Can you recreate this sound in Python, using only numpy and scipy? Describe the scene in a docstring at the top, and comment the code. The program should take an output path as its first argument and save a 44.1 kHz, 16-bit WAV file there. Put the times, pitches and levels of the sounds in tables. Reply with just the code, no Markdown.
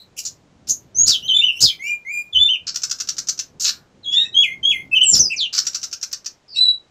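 """A magpie-robin sings in a small walled aviary, over faint outdoor air, a low rumble and soft low thumps.
After a few faint notes, the two sides of its voice box (the syrinx) whistle gliding, sometimes
overlapping notes, with two whip calls among them. Near 3 s it rattles off dry chips and rasps.
From 4 s it whistles again, with two hooked calls; a second rattle follows, then last whistles at 6.5 s.
Hard walls close by answer every note."""
import sys
import numpy as np
from scipy import signal
from scipy.fft import rfft, irfft
from scipy.io import wavfile
from scipy.ndimage import uniform_filter1d, minimum_filter1d

SR = 44100
rng = np.random.default_rng(int(sys.argv[2]) if len(sys.argv) > 2 else 0)


def master(y):
    """Save y as 16-bit WAV."""
    cut = np.clip(np.atleast_2d(y).T, -1, 1)
    pcm = np.round(cut * 32767)  # scale
    wavfile.write(sys.argv[1], SR, pcm.astype(np.int16))


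N = 304290
T = np.arange(N) / SR
TOP_HZ = 15700


def undb(db):
    """Turn decibels into a gain."""
    return 10 ** (np.asarray(db) / 20)


def unit(x):
    """Scale to an average power of 1."""
    return x / np.sqrt(np.mean(x ** 2))


def along(points, hz):
    """Read between (frequency, value) points, giving each octave equal room."""
    f, value = np.transpose(points)
    return np.interp(np.log(np.maximum(hz, 1)), np.log(f), value)


def noise(colour):
    """Noise of power about 1, shaped by (frequency, decibel) points."""
    gain = unit(undb(along(colour, np.fft.rfftfreq(N, 1 / SR))))
    return irfft(rfft(rng.standard_normal(N)) * gain, N)


def smooth(x, seconds):
    """Two running averages round off corners."""
    size = max(1, int(seconds * SR))
    return uniform_filter1d(uniform_filter1d(x, size), size)


def wander(rate):
    """A random drift of size about 1, turning about rate times a second."""
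    return unit(smooth(rng.standard_normal(N), 1 / rate))


# Tone of the outdoor air: frequency_hz, gain_db
AIR_COLOUR = [(25, -8.5), (120, -22), (300, -9), (650, -8), (1100, -12.5), (2000, -16.5), (3000, -18.5),
              (7000, -22.5), (9000, -34.5), (16000, -57.5)]
def outdoor_air(level_db=-61.5):
    """A faint, almost steady hush."""
    return noise(AIR_COLOUR) * undb(level_db + 0.23 * wander(4.5))


# Tone of the rumble: frequency_hz, gain_db
RUMBLE_COLOUR = [(20, -13.5), (45, -9.5), (75, -1), (160, -.5), (300, -6), (600, -14), (1000, -23),
                 (2000, -39), (6000, -80)]
# Its slowly changing base level: time_s, level_db
RUMBLE_LEVEL = [(0, -60), (.4, -55), (1.3, -51.5), (2.1, -62), (2.7, -56.5), (3.35, -54.5), (3.85, -54.5),
                (4.3, -53), (4.9, -49), (5.6, -58), (6.1, -63), (6.9, -62)]
def rumble(song, swell_db=-21, uneven_db=1.5):
    """A low rumble that swells with the loudest high notes of the song."""
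    treble = signal.sosfilt(signal.butter(4, [4700, 6300], "band", fs=SR, output="sos"), song)
    base = undb(np.interp(T, *np.transpose(RUMBLE_LEVEL)) + uneven_db * wander(18))
    swell_power = np.abs(smooth((undb(swell_db) * treble) ** 2, seconds=.02))
    return noise(RUMBLE_COLOUR) * np.sqrt(base ** 2 + swell_power)


# Soft low thumps: middle_s, level_db, half_width_s
BUMPS = [(1.026, -40.5, 0.039), (1.34, -51.5, .03), (1.662, -40.5, .03), (2.398, -39.5, .05),
         (5.19, -42.5, 0.044), (6.708, -48, 0.021)]
# Their dull tone: frequency_hz, gain_db
BUMP_COLOUR = [(20, -14), (45, -6), (80, -4.5), (140, -15.5), (400, -40), (1500, -88.5)]
def low_bumps():
    """Soft, dull, low thumps sound under some of the loudest notes."""
    push = sum(undb(level_db) * np.exp(-((T - s) / width) ** 2) for s, level_db, width in BUMPS)
    return push * noise(BUMP_COLOUR)


# Echoes off the nearest walls: delay_s, gain_db
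WALL_ECHOES = [(.0034, -26.5), (.0087, -14), (0.0115, -8.5)]
# How long the aviary takes to fade by 60 dB: frequency_hz, fade_s
RING_TIMES = [(1000, 0.4), (2500, 0.19), (4000, 0.18), (7000, 0.16), (14000, 0.26)]
def aviary(sound, tail_db, build_s=.01):
    """Hard walls add a few close echoes, then a wash of sound that lasts longest in the lows."""
    t = T[:SR // 2]
    hz = np.fft.rfftfreq(len(t), 1 / SR)
    spectrum = rfft(rng.standard_normal(len(t)))
    centres, fades = np.transpose(RING_TIMES)
    tail = 0
    for share, fade_s in zip(np.eye(len(centres)), fades):
        band = irfft(spectrum * along(np.column_stack([centres, share]), hz), len(t))
        tail = tail + band * undb(-60 * t / fade_s)
    tail *= np.clip(t / build_s, 0, 1)
    response = undb(tail_db) * tail / np.sqrt(np.sum(tail ** 2))
    response[0] += 1  # the direct sound
    for delay_s, echo_db in WALL_ECHOES:
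        response[int(delay_s * SR)] += undb(echo_db)
    return signal.fftconvolve(sound, response)[:N]


# One click in the last rattle: middle_s, level_db
CLICKS = [(6.129, -28)]
def click(half_width_s=0.0015):
    """A very short, dry, bright click."""
    push = sum(undb(level_db) * np.exp(-((T - s) / half_width_s) ** 2) for s, level_db in CLICKS)
    return push * unit(np.diff(rng.standard_normal(N + 1)))


def membrane_puffs(slap_hz=480, decay_cycles=0.72):
    """Thin skins in the voice box slap unevenly; each slap lets out a puff of air."""
    cycle = np.cumsum(slap_hz * np.exp(0.26 * wander(300))) / SR % 1
    return unit(np.exp(-cycle / decay_cycles)) * rng.standard_normal(N)


def open_beak(hz, gape_db):
    """A wider beak lets out more of the highest sound: a boost in dB, full from 9 kHz up."""
    return gape_db * np.clip((hz - 8000) / 1000, 0, 1)


def burst_window(start_s, size=SR // 7):
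    """The samples around a short burst, and their times counted from its start."""
    span = np.arange(size) + int(start_s * SR) - size // 4
    return span, T[span] - start_s


# Tone the throat gives to chips and rasps: frequency_hz, gain_db
THROAT_COLOUR = [(600, -44), (1000, -27), (1300, -12.5), (1750, -14), (2000, -21), (2650, -11),
                 (3300, -14.5), (4300, -5), (5500, -0.5), (7400, -6), (8600, -24.5), (10800, -33),
                 (13500, -23), (16000, -51.5)]
def throat(burst, beak_hz, gape_db=0, width_hz=1100, ring_db=5):
    """Puffs of air make the throat and beak ring."""
    hz = np.fft.rfftfreq(len(burst), 1 / SR)
    beak_ring = 1 + undb(ring_db) / (1 + 2j * (hz - beak_hz) / width_hz)
    # a tighter throat rings higher and lets out less of the low end
    thinning_db = -90 * max(beak_hz / 6000 - 1, 0) * np.clip(2 - hz / 2000, 0, 1)
    response = beak_ring * undb(along(THROAT_COLOUR, hz) + thinning_db + open_beak(hz, gape_db))
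    response /= np.sqrt(np.mean(np.abs(response) ** 2))
    return irfft(rfft(burst) * response, len(burst))


# Rasps: start_s, level_db, length_s, beak_ring_hz, gape_db
RASPS = [ (.18, -29.5, .026, 7300, 6), (0.67, -35, 0.013, 5440, 6.5), (0.685, -24, 0.024, 7200, 13),
         (1.068, -18, 0.041, 6240, 7.5), (1.604, -17, 0.041, 6680, 11.5), (2.667, -24.5, 0.029, 4750, -10),
         (3.597, -23, 0.053, 6750, 4.5), (3.642, -19, .056, 4074, 1.5), (4.12, -41, 0.029, 5190, -12),
         (5.143, -23.5, 0.04, 5850, 13), (5.527, -23.5, 0.054, 4770, 1), (5.578, -13.5, 0.014, 5230, 0), ]
def rasps(puffs, attack_s=0.0055, release_s=0.0023, throb_hz=75, throb_db=3):
    """Longer bursts of puffs that throb as they pass through the throat."""
    out = np.zeros(N)
    for start_s, level_db, length_s, beak_hz, gape_db in RASPS:
        span, age = burst_window(start_s)
        pressure = np.clip(age / attack_s, 0, 1) * np.exp(-np.maximum(age - length_s, 0) / release_s)
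        pressure *= undb(level_db + throb_db * np.cos(2 * np.pi * throb_hz * age))
        out[span] += throat(puffs[span] * pressure, beak_hz, gape_db)
    return out


# Dry chips of the rattles: start_s, level_db, length_s, beak_ring_hz
CHIPS = [ (0.25, -25.5, 0.028, 6840), (2.758, -15.5, 0.0056, 5700), (2.833, -17.5, .011, 6050),
         (2.911, -14.5, 0.0064, 6080), (3, -19.5, 0.012, 5930), (3.087, -16.5, 0.0076, 5730),
         (3.181, -19, 0.011, 5600), (3.285, -16, .013, 6250), (3.39, -19.5, 0.011, 6000),
         (5.666, -17, 0.0096, 5700), (5.745, -20.5, .015, 5700), (5.829, -23, 0.017, 5700),
         (5.927, -23, 0.011, 5660), (6.027, -20.5, 0.012, 5900), (6.128, -22, 0.011, 5800),
         (6.259, -23.5, 0.01, 5400), ]
def chips(puffs, attack_s=0.0017, release_s=0.0023, tick_db=-14, lead_s=0.014, tick_fade_s=0.0026):
    """Very short bursts of puffs through the throat, each led in by a softer tick."""
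    out = np.zeros(N)
    for start_s, level_db, length_s, beak_hz in CHIPS:
        span, age = burst_window(start_s)
        chip = np.clip(age / attack_s, 0, 1) * np.exp(-np.maximum(age - length_s, 0) / release_s)
        tick = undb(tick_db) * (age > -lead_s) * np.exp(-np.maximum(age + lead_s / 2, 0) / tick_fade_s)
        out[span] += throat(puffs[span] * undb(level_db) * (chip + tick), beak_hz)
    return out


def swell(progress, peak, start_db=-15, end_db=-8.5):
    """Breath in dB as a note goes from 0 to 1: up to its loudest moment, then down."""
    peak = np.clip(peak, .02, .98)
    rise = start_db * (1 - progress / peak) ** 2
    fall = end_db * ((progress - peak) / (1 - peak)) ** 2
    return np.where(progress < peak, rise, fall)


# Arched notes: start_s, length_s, start_hz, middle_hz, end_hz, level_db,
# peak_fraction (how far in it is loudest), overtone_db, rough_fraction (how much the pitch shakes)
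ARCHES = [ (0, 0.027, 4000, 4100, 4140, -40.5, 0, -9, 0.03),
          (.166, 0.031, 2840, 2720, 2680, -33.5, 1, 4.5, 0.08),
          (0.695, 0.036, 6400, 6654, 6120, -12.5, 0, -18.5, 0.05),
          (0.947, 0.032, 5880, 6130, 6280, -20, 0.7, -36.5, 0),
          (0.973, 0.08, 6380, 6660, 6810, -6.5, 0.46, -30.5, 0.01),
          (1.221, 0.055, 2780, 3040, 3180, -26, 0.7, -12.5, .01),
          (1.337, 0.075, 3500, 3524, 3634, -8, 0.53, -29, 0.01),
          (1.413, 0.094, 2620, 3012, 2600, -8.5, 0.43, -32.5, .01),
          (1.515, 0.09, 2620, 2790, 2996, -31.5, 1, -9, 0.03),
          (1.794, 0.16, 2023, 2369, 2374, -21.5, 0.66, -20, 0),
          (1.828, 0.089, 2480, 2820, 2835, -33, 0.5, -8, 0.01),
          (2.051, 0.071, 2037, 2204, 2450, -22.5, 1, -27.5, 0),
          (2.115, 0.11, 2425, 2410, 2436, -24, 0.3, -13.5, 0),
          (2.38, 0.11, 3390, 3535, 3533, -9, 0.32, -34, 0),
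          (2.479, 0.082, 2600, 3113, 2493, -12, 0.33, -30.5, 0.01),
          (4.031, 0.023, 4230, 3870, 3470, -36, 0.95, -28, 0),
          (4.047, 0.11, 3316, 3352, 3414, -17, 1, -23.5, 0.01),
          (4.115, .042, 2575, 2895, 2820, -34, 0.54, -16, 0),
          (4.123, 0.17, 1976, 1875, 1852, -42.5, 0.58, -6, 0.04),
          (4.152, 0.088, 3497, 3694, 3786, -11.5, 0.16, -30, 0.01),
          (4.178, 0.042, 2630, 2860, 3010, -32.5, 0.06, -18, 0),
          (4.248, 0.023, 2470, 2620, 2620, -33.5, .6, -15, 0),
          (4.327, 0.017, 3900, 3825, 3710, -28.5, 0.6, -25.5, 0.01),
          (4.915, .036, 2657, 2612, 2666, -11, 0.86, -31, 0),
          (4.951, 0.038, 3050, 3002, 2514, -8, 0.26, -31, 0.01),
          (5.006, 0.046, 2810, 3072, 2550, -7.5, 0.31, -29.5, 0.01),
          (5.027, 0.02, 7850, 8070, 8030, -16.5, .9, -25.5, 0),
          (5.11, 0.081, 5840, 5636, 4890, -12, 0.66, -16.5, 0.02),
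          (5.132, 0.025, 5350, 5090, 3240, -7.5, 0.24, -19, 0.03),
          (5.297, 0.048, 2544, 2686, 2197, -18, 0.36, -19, 0.02),
          (6.481, 0.1, 5190, 4590, 4434, -31, 0.98, -28, .041),
          (6.545, 0.053, 2750, 2700, 2637, -34.5, 0.51, 3, 0.03),
          (6.561, .11, 3786, 4002, 3878, -9, 0.61, -20, 0),
          (6.669, 0.05, 3900, 3945, 3862, -10.5, 0.5, -25.5, 0), ]
def arched_notes():
    """The pitch bends in one smooth curve through three points."""
    progress = np.linspace(0, 1, 50)
    for start_s, length_s, *pitches, level_db, peak, overtone_db, rough in ARCHES:
        hz = np.polyval(np.polyfit([0, .5, 1], pitches, 2), progress)
        yield start_s + progress * length_s, hz, level_db + swell(progress, peak), overtone_db, rough


# Falling notes: start_s, length_s, start_hz, target_hz, settle_s, level_db,
# peak_fraction, overtone_db, rough_fraction
SLURS = [ (1.28, 0.062, 4060, 3060, 0.0064, -7.5, 0.38, -29.5, 0.01),
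         (1.35, .09, 2630, 2073, 0.08, -37.5, .4, -7.5, 0.02),
         (1.698, .062, 2440, 2320, 0.024, -35.5, 0, -29, 0.04),
         (2.327, 0.02, 3550, 3250, .02, -19, 0.67, -32.5, 0.01),
         (2.346, 0.04, 3160, 3059, 0.0071, -7, .45, -30.5, 0.02),
         (5.044, 0.11, 7920, 6476, 0.11, -8.5, 0.47, -27, 0.01),
         (5.192, 0.031, 6430, 4570, 0.049, -5.5, 0.22, -25, 0.02),
         (5.226, 0.065, 5560, 4585, .04, -16.5, 0.1, -20, 0),
         (5.361, 0.11, 6450, 2430, 0.044, -17, 0.41, -25, 0.03), ]
def falling_notes():
    """The pitch drops fast, then more slowly as it heads for its target."""
    progress = np.linspace(0, 1, 50)
    for start_s, length_s, start_hz, target_hz, settle_s, level_db, peak, overtone_db, rough in SLURS:
        age = progress * length_s
        hz = target_hz + (start_hz - target_hz) * np.exp(-age / settle_s)
        yield start_s + age, hz, level_db + swell(progress, peak), overtone_db, rough


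# Whip calls: start_s, gain_db
WHIPS = [(1.061, -0.5), (1.605, 0)]
# The rising side: age_s, pitch_hz, level_db
WHIP_FLICK = [(0, 3683, -25), (.008, 5320, -13), (.014, 7500, -16.5), (.022, 8420, -18.5)]
# The falling side: age_s, pitch_hz, level_db
WHIP_FALL = [(.014, 3653, -26), (.021, 5240, -2.5), (.027, 4606, -16), (.035, 5200, -2.5),
             (.047, 4450, -10), (.061, 3780, -13.5), (.08, 3366, -18.5), (.104, 3047, -16.5)]
def whip_calls():
    """Both sides of the voice box at once: one flicks upward, the other shakes twice and falls."""
    for start_s, gain_db in WHIPS:
        for shape, overtone_db, rough in (WHIP_FLICK, -8, 0.055), (WHIP_FALL, -20, 0.032):
            age, hz, level_db = np.transpose(shape)
            yield start_s + age, hz, level_db + gain_db, overtone_db, rough


# Hooked calls: start_s, stretch_factor, gain_db
HOOKS = [(4.344, 0.97, 0.5), (4.631, .92, -1)]
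# One hook before stretching: age_s, pitch_hz, level_db
HOOK_SHAPE = [(0, 3110, -17), (.04, 3309, -10.5), (.075, 3362, -13), (.087, 3246, -11),
              (0.098, 2634, -12.5), (.119, 2155, -22), (.157, 2034, -31), (0.198, 2162, -26.5)]
def hooked_calls(overtone_db=-27, rough=.003):
    """The bird holds a note, then lets it drop and die away."""
    age, hz, level_db = np.transpose(HOOK_SHAPE)
    for start_s, stretch, gain_db in HOOKS:
        yield start_s + stretch * age, hz, level_db + gain_db, overtone_db, rough


# How well overtones leave the beak: frequency_hz, gain_db
BEAK_COLOUR = [(4000, -9.5), (4900, -8.5), (6100, 2.5), (7200, 3.5), (8100, -15), (8900, -30),
               (10200, -9.5), (11500, -20.5), (12600, -18), (14500, -16.5), (16000, -23.5)]
# Air hissing past the edges of the open beak: frequency_hz, gain_db
HISS_COLOUR = [(6000, -41.5), (8800, -15), (10500, -4), (11700, -8.5), (13800, -1.5), (15500, 4)]
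# Boost to the hiss and highest overtones as the beak opens: time_s, gape_db
BEAK_OPENING = [(0, 7), (1, 3.5), (1.1, 1), (2.2, 2.5), (2.45, -2), (4.1, -11.5), (4.38, -19), (4.47, 9.5),
                (4.66, -13), (4.76, 14), (4.95, 3), (5.3, -6), (5.45, -18), (6.55, -23.5)]
def whistles(notes, voice_db=-3.5, flutter_db=2.5, hiss_db=-52, edge_s=0.0045, fray_radians=.3):
    """Each note is one side of the voice box: tension sets the pitch, air pressure the loudness."""
    out = np.zeros(N)
    jitter, flutter, closure = wander(900), wander(210), wander(500)
    hiss = noise(HISS_COLOUR)
    for times, pitch_hz, level_db, overtone_db, rough in notes:
        span = (T > times[0] - edge_s) & (T < times[-1] + edge_s)
        t = T[span]
        glide = smooth(np.interp(t, times, pitch_hz), seconds=.0025)
        hz = glide * (1 + rough * jitter[span])
        phase = 2 * np.pi * np.cumsum(hz) / SR
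        tone = np.sin(phase)
        gape_db = np.interp(t, *np.transpose(BEAK_OPENING))
        slide = np.minimum(.08 * SR * np.abs(np.gradient(np.log(glide))), 1) ** 2
        for k in range(2, 8):
            beak_db = along(BEAK_COLOUR, k * hz) + open_beak(k * hz, gape_db)
            # the skins close unevenly, fraying high overtones most, above all in fast slides
            fray = ((k - 2) * fray_radians + k * slide) * closure[span]
            tone += (k * hz < TOP_HZ) * undb(overtone_db + beak_db) * np.sin(k * phase + fray)
        tone += undb(hiss_db + gape_db) * hiss[span]
        pressure = undb(np.interp(t, times, level_db) + flutter_db * flutter[span] + voice_db)
        fade_in = np.clip((t - times[0]) / edge_s + .5, 0, 1)
        fade_out = np.clip((times[-1] - t) / edge_s + .5, 0, 1)
        out[span] += np.sqrt(2) * tone * pressure * fade_in * fade_out
    return out


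def scene(side_db=-13):
    """Both ears hear nearly the same; only the highs of the echoes differ a little."""
    song = whistles([*arched_notes(), *falling_notes(), *whip_calls(), *hooked_calls()])
    puffs = membrane_puffs()
    bird = song + chips(puffs) + rasps(puffs)
    echoes = aviary(bird, tail_db=-28.5) - bird
    side = signal.sosfilt(signal.butter(8, 5500, "high", fs=SR, output="sos"), echoes)
    middle = aviary(bird, tail_db=-5) + click() + outdoor_air() + rumble(song) + low_bumps()
    return middle + undb(side_db) * side * np.array([[1], [-1]])


def record(dry, ceiling=1.0):
    """A limiter turns down the very loudest peaks; a steep filter cuts the highest treble."""
    gain = ceiling / np.maximum(np.abs(dry).max(axis=0), ceiling)
    limited = dry * smooth(minimum_filter1d(gain, size=SR // 250), seconds=.002)
    return signal.sosfilt(signal.ellip(12, .1, 100, TOP_HZ, fs=SR, output="sos"), limited)


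dry = scene()
out = record(dry)
master(out)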